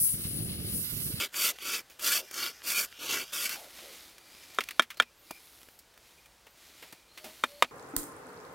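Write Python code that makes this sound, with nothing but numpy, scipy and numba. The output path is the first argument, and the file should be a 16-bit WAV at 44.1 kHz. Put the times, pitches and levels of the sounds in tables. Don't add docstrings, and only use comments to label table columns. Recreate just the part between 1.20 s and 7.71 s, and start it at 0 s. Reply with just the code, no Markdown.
import sys
import numpy as np
from scipy import signal
from scipy.fft import rfft, irfft
from scipy.io import wavfile
from scipy.ndimage import uniform_filter1d
from numba import njit

SR = 44100
rng = np.random.default_rng(int(sys.argv[2]) if len(sys.argv) > 2 else 0)


def digitize_waveform(pressure):
    field = np.atleast_2d(pressure).T
    bounded = np.clip(field, -1, 1)
    quanta = np.round(bounded * 32767).astype(np.int16)
    wavfile.write(sys.argv[1], SR, quanta)


N = 287091
TIME = np.arange(N) / SR
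TOP_HZ = 16050


def teeth(speed, full_speed_tooth_hz=1300, scatter_db=2.04, tear_teeth=1.25, chatter_db=0.56):
    tooth_hz = full_speed_tooth_hz * speed * np.exp(.2 * walk(200))
    passed = np.cumsum(tooth_hz) / SR
    size = undb(scatter_db * rng.standard_normal(N))[passed.astype(int)]
    bursts = size * np.exp(-(passed % 1) / tear_teeth) * rng.standard_normal(N)
    return unit(bursts) * undb(chatter_db * walk(83))


# start_s, length_s, fastest_share, pointedness (exponent), level_db,
# fibre_hiss_db, stump_rumble_db, rasp_db, rasp_hz, turn_scrape_db
STROKES = [(-.1, 0.18, 0.63, 1.19, -33.5, -2.5, -12, -6.5, 2400, -62),
           (0.12, 0.21, 0.72, 1.64, -27, 0.5, -19, -5.5, 2680, -55.5),
           (0.386, .24, 0.64, 1.34, -33.5, -4.5, -16, -5, 2560, -69),
           (0.787, .233, .6, 1.25, -29, 0, -18, -7, 2707, -53.5),
           (1.114, .218, .46, 1.47, -34.5, -4.5, -15.5, -10, 2200, -58.5),
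           (1.424, .247, .6, 1.2, -32, 1, -16.5, -6.5, 2770, -57.5),
           (1.786, .268, 0.51, .95, -36, -3, -10, -5.5, 2441, -53),
           (2.121, .251, .26, .65, -36, 1.14, -14.5, -3.5, 2502, -56)]
# start_s, length_s, lost_share
SKIPS = [(1.863, .035, .5), (2.267, 0.044, .75)]
# centre_hz, width_hz, level_db
KERF_MODES = [(1272, 70, 4), (1485, 280, -1), (2250, 145, -3.5), (2360, 45, 10.5), (2754, 340, 6.5),
              (3270, 870, 0.5), (3570, 410, -5), (4370, 220, -4.5), (4528, 52, 10.5), (4750, 890, -2.5),
              (5970, 34, -3), (6610, 310, -13)]
# centre_hz, width_hz, level_db
BLADE_MODES = [(7100, 170, -16), (8080, 110, 3), (10500, 170, -9), (11000, 100, 4), (11440, 370, 3),
               (13400, 300, -23), (13700, 350, 5)]
# centre_hz, width_hz, level_db
GRIT_BANDS = [(1415, 370, -1.5), (2000, 540, -4), (2880, 910, 1), (3620, 1000, -3), (4610, 280, 1.5),
              (5970, 1100, -2.5)]
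# freq_hz, level_db
GRIT_RANGE = [(800, -8.5), (1250, 2.5), (8000, -1.5)]
# freq_hz, level_db (per Hz)
FIBRE_SPECTRUM = [(800, -25), (1300, -21), (3000, -3), (5500, 6.5), (7300, 7.5), (8800, 7), (10000, 5.5),
                  (13000, 9), (18000, -3.5)]
# freq_hz, level_db (per Hz)
STUMP_PUSH = [(50, -39.5), (120, -8), (200, -6.5), (270, 3), (400, 4), (620, -2.5), (760, -4), (1100, -1.5)]
STUMP_PULL = [(50, -61), (120, -20), (200, -10.5), (330, -7), (500, -7.5), (620, -4.5), (760, -12),
              (1100, -4.5)]
HISS_POWER, RUMBLE_POWER = 1, 0.52
RASP_OCTAVES = -0.27
LIFT_S = .15


def saw(wood_db=-3.0, rasp_width_hz=380, hiss_db=-0.15, ring_db=-11, push_db=0.5, pull_db=1.5,
        grit_db=-4, bite_db=1.48, scrape_hiss_db=-4, scrape_wood_db=-8):
    start, length, _, _, db, fibre_db, rumble_db, rasp_db, rasp_hz, scrape_db = np.transpose(STROKES)
    end = start + length
    stroke = np.searchsorted((end[:-1] + start[1:]) / 2, TIME)

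    def held(column):
        return uniform_filter1d(1. * column[stroke], size=600)

    strokes = sum(arch(s, span, peak) ** point for s, span, peak, point, *_ in STROKES)
    lost_bite = sum(lost * arch(s, span, 1 / 2) for s, span, lost in SKIPS)
    bite = strokes * undb(bite_db * walk(45)) * (1 - lost_bite)
    speed = np.cbrt(undb(held(db) - db.max()) * bite + .02)
    force = teeth(speed)

    pulling = held(np.arange(len(STROKES)) % 2)
    push_rumble = undb(push_db) * (1 - pulling) * colour(force, STUMP_PUSH)
    pull_rumble = undb(pull_db) * pulling * colour(force, STUMP_PULL)
    stump = push_rumble + pull_rumble
    kerf = resonate(force, KERF_MODES, drift=0.023, swell_db=3.5)

    rasp_force, torn, steel, ground = (np.roll(force, 40 * k) for k in (1, 2, 3, 4))
    travel = np.clip((TIME - start[stroke]) / length[stroke], 0, 1)
    rasp_centre_hz = held(rasp_hz) * 2 ** (RASP_OCTAVES * (travel - 1 / 2))
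    rasp = unit(band(rasp_force, rasp_centre_hz, float(rasp_width_hz)))
    grit = colour(resonate(ground, GRIT_BANDS, drift=0.058, swell_db=3.5), GRIT_RANGE)
    rings = resonate(steel, BLADE_MODES, drift=0.0092, swell_db=-2.5)
    wood = undb(wood_db) * kerf + undb(held(rasp_db)) * rasp + undb(grit_db) * grit
    fibres = undb(hiss_db) * colour(torn, FIBRE_SPECTRUM) + undb(ring_db) * rings

    cut = bite * wood
    cut = cut + bite ** HISS_POWER * undb(held(fibre_db)) * fibres
    cut = cut + bite ** RUMBLE_POWER * undb(held(rumble_db)) * stump

    turn_s = (end + np.append(start[1:], end[-1])) / 2
    in_cut = np.interp(TIME, [end[-1], end[-1] + LIFT_S], [1, 0])
    resting = undb(np.interp(TIME, turn_s, scrape_db)) * in_cut
    scrape = grit + undb(scrape_hiss_db) * fibres + undb(scrape_wood_db) * kerf
    return undb(held(db)) * cut + resting * scrape


# start_s, length_s, start_hz, level_db
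SLIDES = [(0.243, 0.13, 700, -55.5), (0.937, .13, 716, -50.5), (2.309, 0.19, 870, -54),
          (2.552, 0.24, 670, -57.5)]
SLIDE_OCTAVES = -0.73


def slides(width_hz=330):
    return sum(glide(s, length, hz, SLIDE_OCTAVES, db, width_hz) for s, length, hz, db in SLIDES)


# freq_hz, t60_s, face_db, edge_db (by where it is struck)
BLANK_MODES = [(240, 0.11, -30, -27), (407, 0.031, -29, -22.5), (508, 0.038, -22.5, -18.5),
               (654, 0.017, -7.5, -15), (960, .025, -22.5, -4), (1049, 0.033, -20.5, -6),
               (1233, 0.035, -24, -3.5), (1340, 0.023, -7, -0.5), (1414, 0.029, 0, -41.5),
               (1560, 0.02, -9.5, -22), (1740, .04, -6.5, -18), (1950, 0.016, -12, -7),
               (2335, .025, -2.5, -25), (2404, .05, -19.5, -8), (3238, 0.024, 3, -8.5),
               (3223, 0.018, -12, -19.5), (3640, 0.036, -9.5, -3), (5350, 0.056, -27, -27.5)]
# start_s, level_db, edge_share (0 face, 1 edge), contact_cutoff_hz,
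# crack_db, thump_db, thump_hz
KNOCKS = [(3.386, -11, 0.53, 1440, -13, -4.5, 418), (3.5953, -1.5, 0.13, 4340, -11, -8.5, 341),
          (3.7996, -5, 0, 3700, -10, -31, 70), (4.1074, -34, 1, 900, -9, 3, 280),
          (5.626, -61, 0.46, 3620, -5, -3.5, 237), (5.727, -51, 0.47, 5000, -8, 20, 290),
          (6.2374, -11, 0.55, 2730, -8, -8, 237), (6.4233, -8, 0.97, 2660, -0.5, -37, 240)]
# freq_hz, level_db (per Hz)
CRACK_SPECTRUM = [(80, -20.5), (300, 2), (1200, 10), (3000, 3.5), (4500, -6), (6500, -6.5), (9000, -9.5),
                  (15500, -17.5)]


def knocks(crack_t60_s=0.02, tail_db=-14, tail_t60_s=0.071, rise_s=0.00046, radiate_hz=240,
           thump_t60_s=0.022, thump_rise_s=0.0041):
    out = np.zeros(N)
    t = np.arange(SR // 2) / SR
    crack_noise = noise(CRACK_SPECTRUM)
    crack_decay = fade(t, crack_t60_s) + undb(tail_db) * fade(t, tail_t60_s)
    for s, db, edge, contact_hz, crack_db, thump_db, thump_hz in KNOCKS:
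        ring = 0
        for k, (hz, t60, face_db, edge_db) in enumerate(BLANK_MODES):
            mode_db = face_db + edge * (edge_db - face_db)
            sign = (-1) ** (k // 3)
            ring = ring + sign * undb(mode_db) * fade(t, t60) * np.sin(2 * np.pi * hz * t)
        ring = signal.lfilter(*signal.butter(1, contact_hz, fs=SR), ring)
        crack = np.roll(crack_noise, rng.integers(N))[:len(t)] * crack_decay
        blow = (1 - np.exp(-t / rise_s)) * (ring + undb(crack_db) * crack)
        blow = signal.lfilter(*signal.butter(2, radiate_hz, "high", fs=SR), blow)
        thump_envelope = (1 - np.exp(-t / thump_rise_s)) * fade(t, thump_t60_s)
        thump = undb(thump_db) * thump_envelope * np.sin(2 * np.pi * thump_hz * t)
        add(out, s, undb(db) * (blow + thump))
    return out


# start_s, level_db, treble_db, thud_db, t60_s
TICKS = [(0.142, -33.5, -9, -20, 0.041), (.386, -29.5, -9, -12, 0.0095), (.698, -56.5, 3.5, -8, 0.27),
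         (.794, -43, 2, -14, 0.065), (1.111, -41, 5.5, -10, 0.034), (1.141, -42, 9, -23, 0.034),
         (1.419, -38.5, -19, -11, 0.013), (1.726, -39.5, -12, -12, .011), (2.132, -42, 0, -12, 0.023),
         (2.293, -33.5, 8, -20, 0.028), (2.587, -47, -14, -10, 0.05), (2.981, -49, 2, -10, 0.038),
         (3.149, -47.5, -17, -7, 0.026), (3.347, -47, 6, -12, 0.025), (3.4058, -28, -6, -11.5, 0.055),
         (3.4375, -40.5, 6, -15, 0.026), (3.4874, -30, -3.5, -23, 0.029), (3.5079, -35.5, -1.5, -34, 0.05),
         (3.6203, -30, -3, -16, .069), (3.703, -34.5, -6.5, -30, 0.091), (3.771, -49.5, 3, -3, 0.072),
         (3.821, -27, -9, -12.5, 0.045), (4.109, -40, 5.5, 1.5, 0.038), (4.431, -46, 4, -1, 0.012),
         (4.486, -49, -2, 1, 0.023), (4.589, -64, 16.5, -18, 0.072), (4.739, -51, -4, -14, .021),
         (4.776, -48.5, -1, -11, 0.023), (5.058, -57, 2.5, -12, .055), (5.267, -51, -5, -4.5, 0.078),
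         (5.624, -46.5, -3, -4.5, 0.16), (5.725, -47.5, 4, 2.5, 0.065), (5.975, -42, -3, -12.5, 0.092),
         (6.042, -46.5, 2, -1, 0.26), (6.445, -31, -29, -6, 0.03)]
# freq_hz, level_db (per Hz)
TICK_RING = [(750, -23), (1200, 0), (1850, 0.5), (2450, 3), (3100, 1), (4500, -9.5), (7000, -21)]
TICK_TREBLE = [(2000, -30.5), (4500, 3), (8000, -1), (16000, 0.5)]
TICK_THUD = [(60, -27.5), (230, -2.5), (500, -4.5), (900, -4), (1800, -25.5)]
FAINT_FROM_S, FAINT_TO_S = 2.5, 8
FAINT_DB, FAINT_SPREAD_DB, FAINT_THUD_DB, FAINT_T60_S = -52, 2.5, -5, .03


def ticks(rise_s=0.0004, treble_decay_share=0.87, faint_count=7):
    out = np.zeros(N)
    t = np.arange(SR // 5) / SR
    parts = np.array([noise(TICK_RING), noise(TICK_TREBLE), noise(TICK_THUD)])
    faint = []
    for when, size in rng.random((faint_count, 2)):
        s = min(FAINT_FROM_S + when * (FAINT_TO_S - FAINT_FROM_S), TIME[-1])
        db = FAINT_DB + FAINT_SPREAD_DB * (2 * size - 1)
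        faint.append((s, db, 0, FAINT_THUD_DB, FAINT_T60_S))
    for s, db, treble_db, thud_db, t60 in TICKS + faint:
        i = rng.integers(N - len(t))
        ring, treble, thud = parts[:, i:i + len(t)]
        body = (ring + undb(thud_db) * thud) * fade(t, t60)
        bright = undb(treble_db) * treble * fade(t, t60 * treble_decay_share)
        add(out, s, undb(db) * (1 - np.exp(-t / rise_s)) * (body + bright))
    return out


# start_s, length_s, fullest_share, level_db, swish_db
MOVES = [(2.201, 0.32, .5, -50, -6), (2.477, 0.5, 0.29, -49.5, -11), (2.93, 0.76, 0.44, -54.5, -12.5),
         (4.0, 0.63, 0.26, -59.5, -1), (4.779, 0.36, 0.25, -64.5, -7), (5.33, 0.52, .4, -55.5, -20),
         (5.92, 0.65, 0.3, -57, -5.5)]
MOVE_POINTEDNESS = 0.73
# freq_hz, level_db (per Hz)
CLOTH_SPECTRUM = [(88, -37), (150, -15), (235, -8.5), (320, -0.5), (400, -8.5), (589, -7.5), (923, -10.5),
                  (1450, -5.5), (1660, -8), (2100, -2), (2700, -5), (3770, -2), (7770, -9), (14800, -11),
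                  (16000, -19)]
# freq_hz, level_db (per Hz)
SWISH_SPECTRUM = [(4000, -13), (8000, -6), (10000, 3.5), (14500, 1), (16000, -7)]


def sleeves(grain_db=2.0, flicker_db=1):
    def grains():
        return rng.standard_normal(N) * undb(grain_db * walk(1500) + flicker_db * walk(35))

    cloth = colour(grains(), CLOTH_SPECTRUM)
    swish = colour(grains(), SWISH_SPECTRUM)
    out = np.zeros(N)
    for s, length, peak, db, swish_db in MOVES:
        swell = arch(s, length, peak) ** MOVE_POINTEDNESS
        out += swell * undb(db) * (cloth + undb(swish_db) * swish)
    return out


# start_s, length_s, level_db
BRUSHES = [(2.9, .8, -65.5), (3.796, .11, -59), (4.084, 0.11, -57), (4.965, .04, -64), (5.042, .04, -61.5),
           (5.35, 0.7, -71), (6.354, 0.35, -66)]


def blade(ring_hz=2400, width_hz=130):
    return sum(glide(s, length, ring_hz, 0, db, width_hz) for s, length, db in BRUSHES)


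# start_s, length_s, start_hz, glide_octaves, level_db
WHISTLES = [(0.983, 0.26, 5023, 0.23, -63), (2.93, 0.46, 4400, .35, -65), (3.43, 0.16, 4440, 0.046, -65),
            (3.76, .08, 4100, 0.24, -51), (3.95, .13, 12400, .35, -65), (4.064, .15, 4600, .22, -65),
            (4.452, 0.18, 14900, -.28, -69.5), (5.26, .13, 12300, .38, -70), (5.87, 0.19, 4040, 0.22, -64),
            (6.1, 0.52, 4230, 0.083, -65)]


def whistles(width_share=.07):
    return sum(glide(s, length, hz, octaves, db, width_share * hz) for s, length, hz, octaves, db in WHISTLES)


# start_s, length_s, pitch_hz, level_db
CUCKOO_NOTES = [(5.974, 0.17, 630, -59), (6.245, 0.216, 580, -56.5)]


def cuckoo(echo_db=-10, echo_t60_s=1.0, scoop_share=.07, scoop_s=0.035):
    call = 0
    for s, length, hz, db in CUCKOO_NOTES:
        pitch_hz = hz * (1 - scoop_share * np.exp(-np.maximum(TIME - s, 0) / scoop_s))
        tone = np.sqrt(2) * np.sin(2 * np.pi * np.cumsum(pitch_hz) / SR)
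        call = call + arch(s, length, 1 / 2) * undb(db) * tone
    trees = rng.standard_normal(SR) * fade(TIME[:SR], echo_t60_s)
    echo = signal.fftconvolve(call, trees / np.linalg.norm(trees))[:N]
    return call + undb(echo_db) * echo


# freq_hz, level_db (per Hz)
FOREST_SPECTRUM = [(15, -39), (25, -18), (55, -15), (82, -15), (301, -18), (335, -14.5), (427, -16),
                   (476, -14.5), (936, -16.5), (1070, -17.5), (2550, -19.5), (4030, -20.5), (4370, -20.5),
                   (16000, -30)]


def forest(level_db=-61, sway_db=0.9, drone_hz=56, drone_width_hz=16, drone_db=-76):
    air = noise(FOREST_SPECTRUM) * undb(level_db + sway_db * walk(1.5))
    drone = band(rng.standard_normal(N), np.full(N, float(drone_hz)), float(drone_width_hz))
    return air + undb(drone_db) * unit(drone)


def glide(s, length, start_hz, octaves, db, width_hz, pointedness=.8):
    travel = np.clip((TIME - s) / length, 0, 1)
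    hz = np.minimum(start_hz * 2 ** (octaves * travel), TOP_HZ)
    rubbed = band(rng.standard_normal(N), hz, float(width_hz))
    rubbed = unit(band(rubbed, hz, float(width_hz)))
    return arch(s, length, 1 / 2) ** pointedness * undb(db) * rubbed


def resonate(x, modes, drift, swell_db):
    out = 0
    for k, (hz, width, db) in enumerate(modes):
        gain = (-1) ** k * undb(db + swell_db * walk(15))
        out = out + gain * band(x, hz * np.exp(drift * walk(12)), float(width))
    return unit(out)


@njit
def band(x, hz, width):
    y, b, low = np.empty(len(x)), 0., 0.
    for i in range(len(x)):
        g, k = np.tan(np.pi * hz[i] / SR), width / hz[i]
        v = (b + g * (x[i] - low)) / (1 + g * (g + k))
        b, low, y[i] = 2 * v - b, low + 2 * g * v, k * v
    return y


def colour(x, points):
    hz, db = np.transpose(points)
    f = np.fft.rfftfreq(len(x), 1 / SR) + 1
    skirts = (np.minimum(f / hz[0], 1) * np.minimum(hz[-1] / f, 1)) ** 2
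    gain = undb(np.interp(np.log(f), np.log(hz), db))
    return unit(irfft(rfft(x) * skirts * gain, len(x)))


def noise(points):
    return colour(rng.standard_normal(N), points)


def walk(rate_hz):
    k = max(int(SR / rate_hz), 1)
    steps = np.repeat(rng.standard_normal(N // k + 1), k)
    return unit(uniform_filter1d(uniform_filter1d(steps, k), k)[:N])


def arch(s, length, peak):
    return np.sin(np.pi / 2 * np.interp(TIME, [s, s + length * peak, s + length], [0, 1, 0]))


def fade(t, t60):
    return np.exp(-np.log(1000) * t / t60)


def add(out, s, sound):
    i = int(s * SR)
    out[i:i + len(sound)] += sound[:N - i]


def undb(db):
    return 10 ** (np.asarray(db) / 20)


def unit(x):
    return x / np.sqrt(np.mean(x ** 2))


def scene():
    cutting = saw() + slides()
    handling = knocks() + ticks() + sleeves() + blade() + whistles()
    mono = cutting + handling + cuckoo() + forest()
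    return np.array([mono, mono])


@njit
def gain_control(size, top, attack, release):
    gain, g = np.empty(len(size)), 1.
    for i in range(len(size)):
        if size[i] * g > top:
            g += (top / size[i] - g) * attack
        else:
            g += (1 - g) * release
        gain[i] = g
    return gain


def record(dry, top=0.45, attack_s=0.00041, release_s=0.15, ceiling=.68):
    held = dry * gain_control(np.abs(dry[0]), float(top), 1 / (attack_s * SR), 1 / (release_s * SR))
    rounded = ceiling * np.tanh(held / ceiling)
    return signal.sosfilt(signal.ellip(10, .2, 80, TOP_HZ, fs=SR, output="sos"), rounded)


dry = scene()
out = record(dry)
digitize_waveform(out)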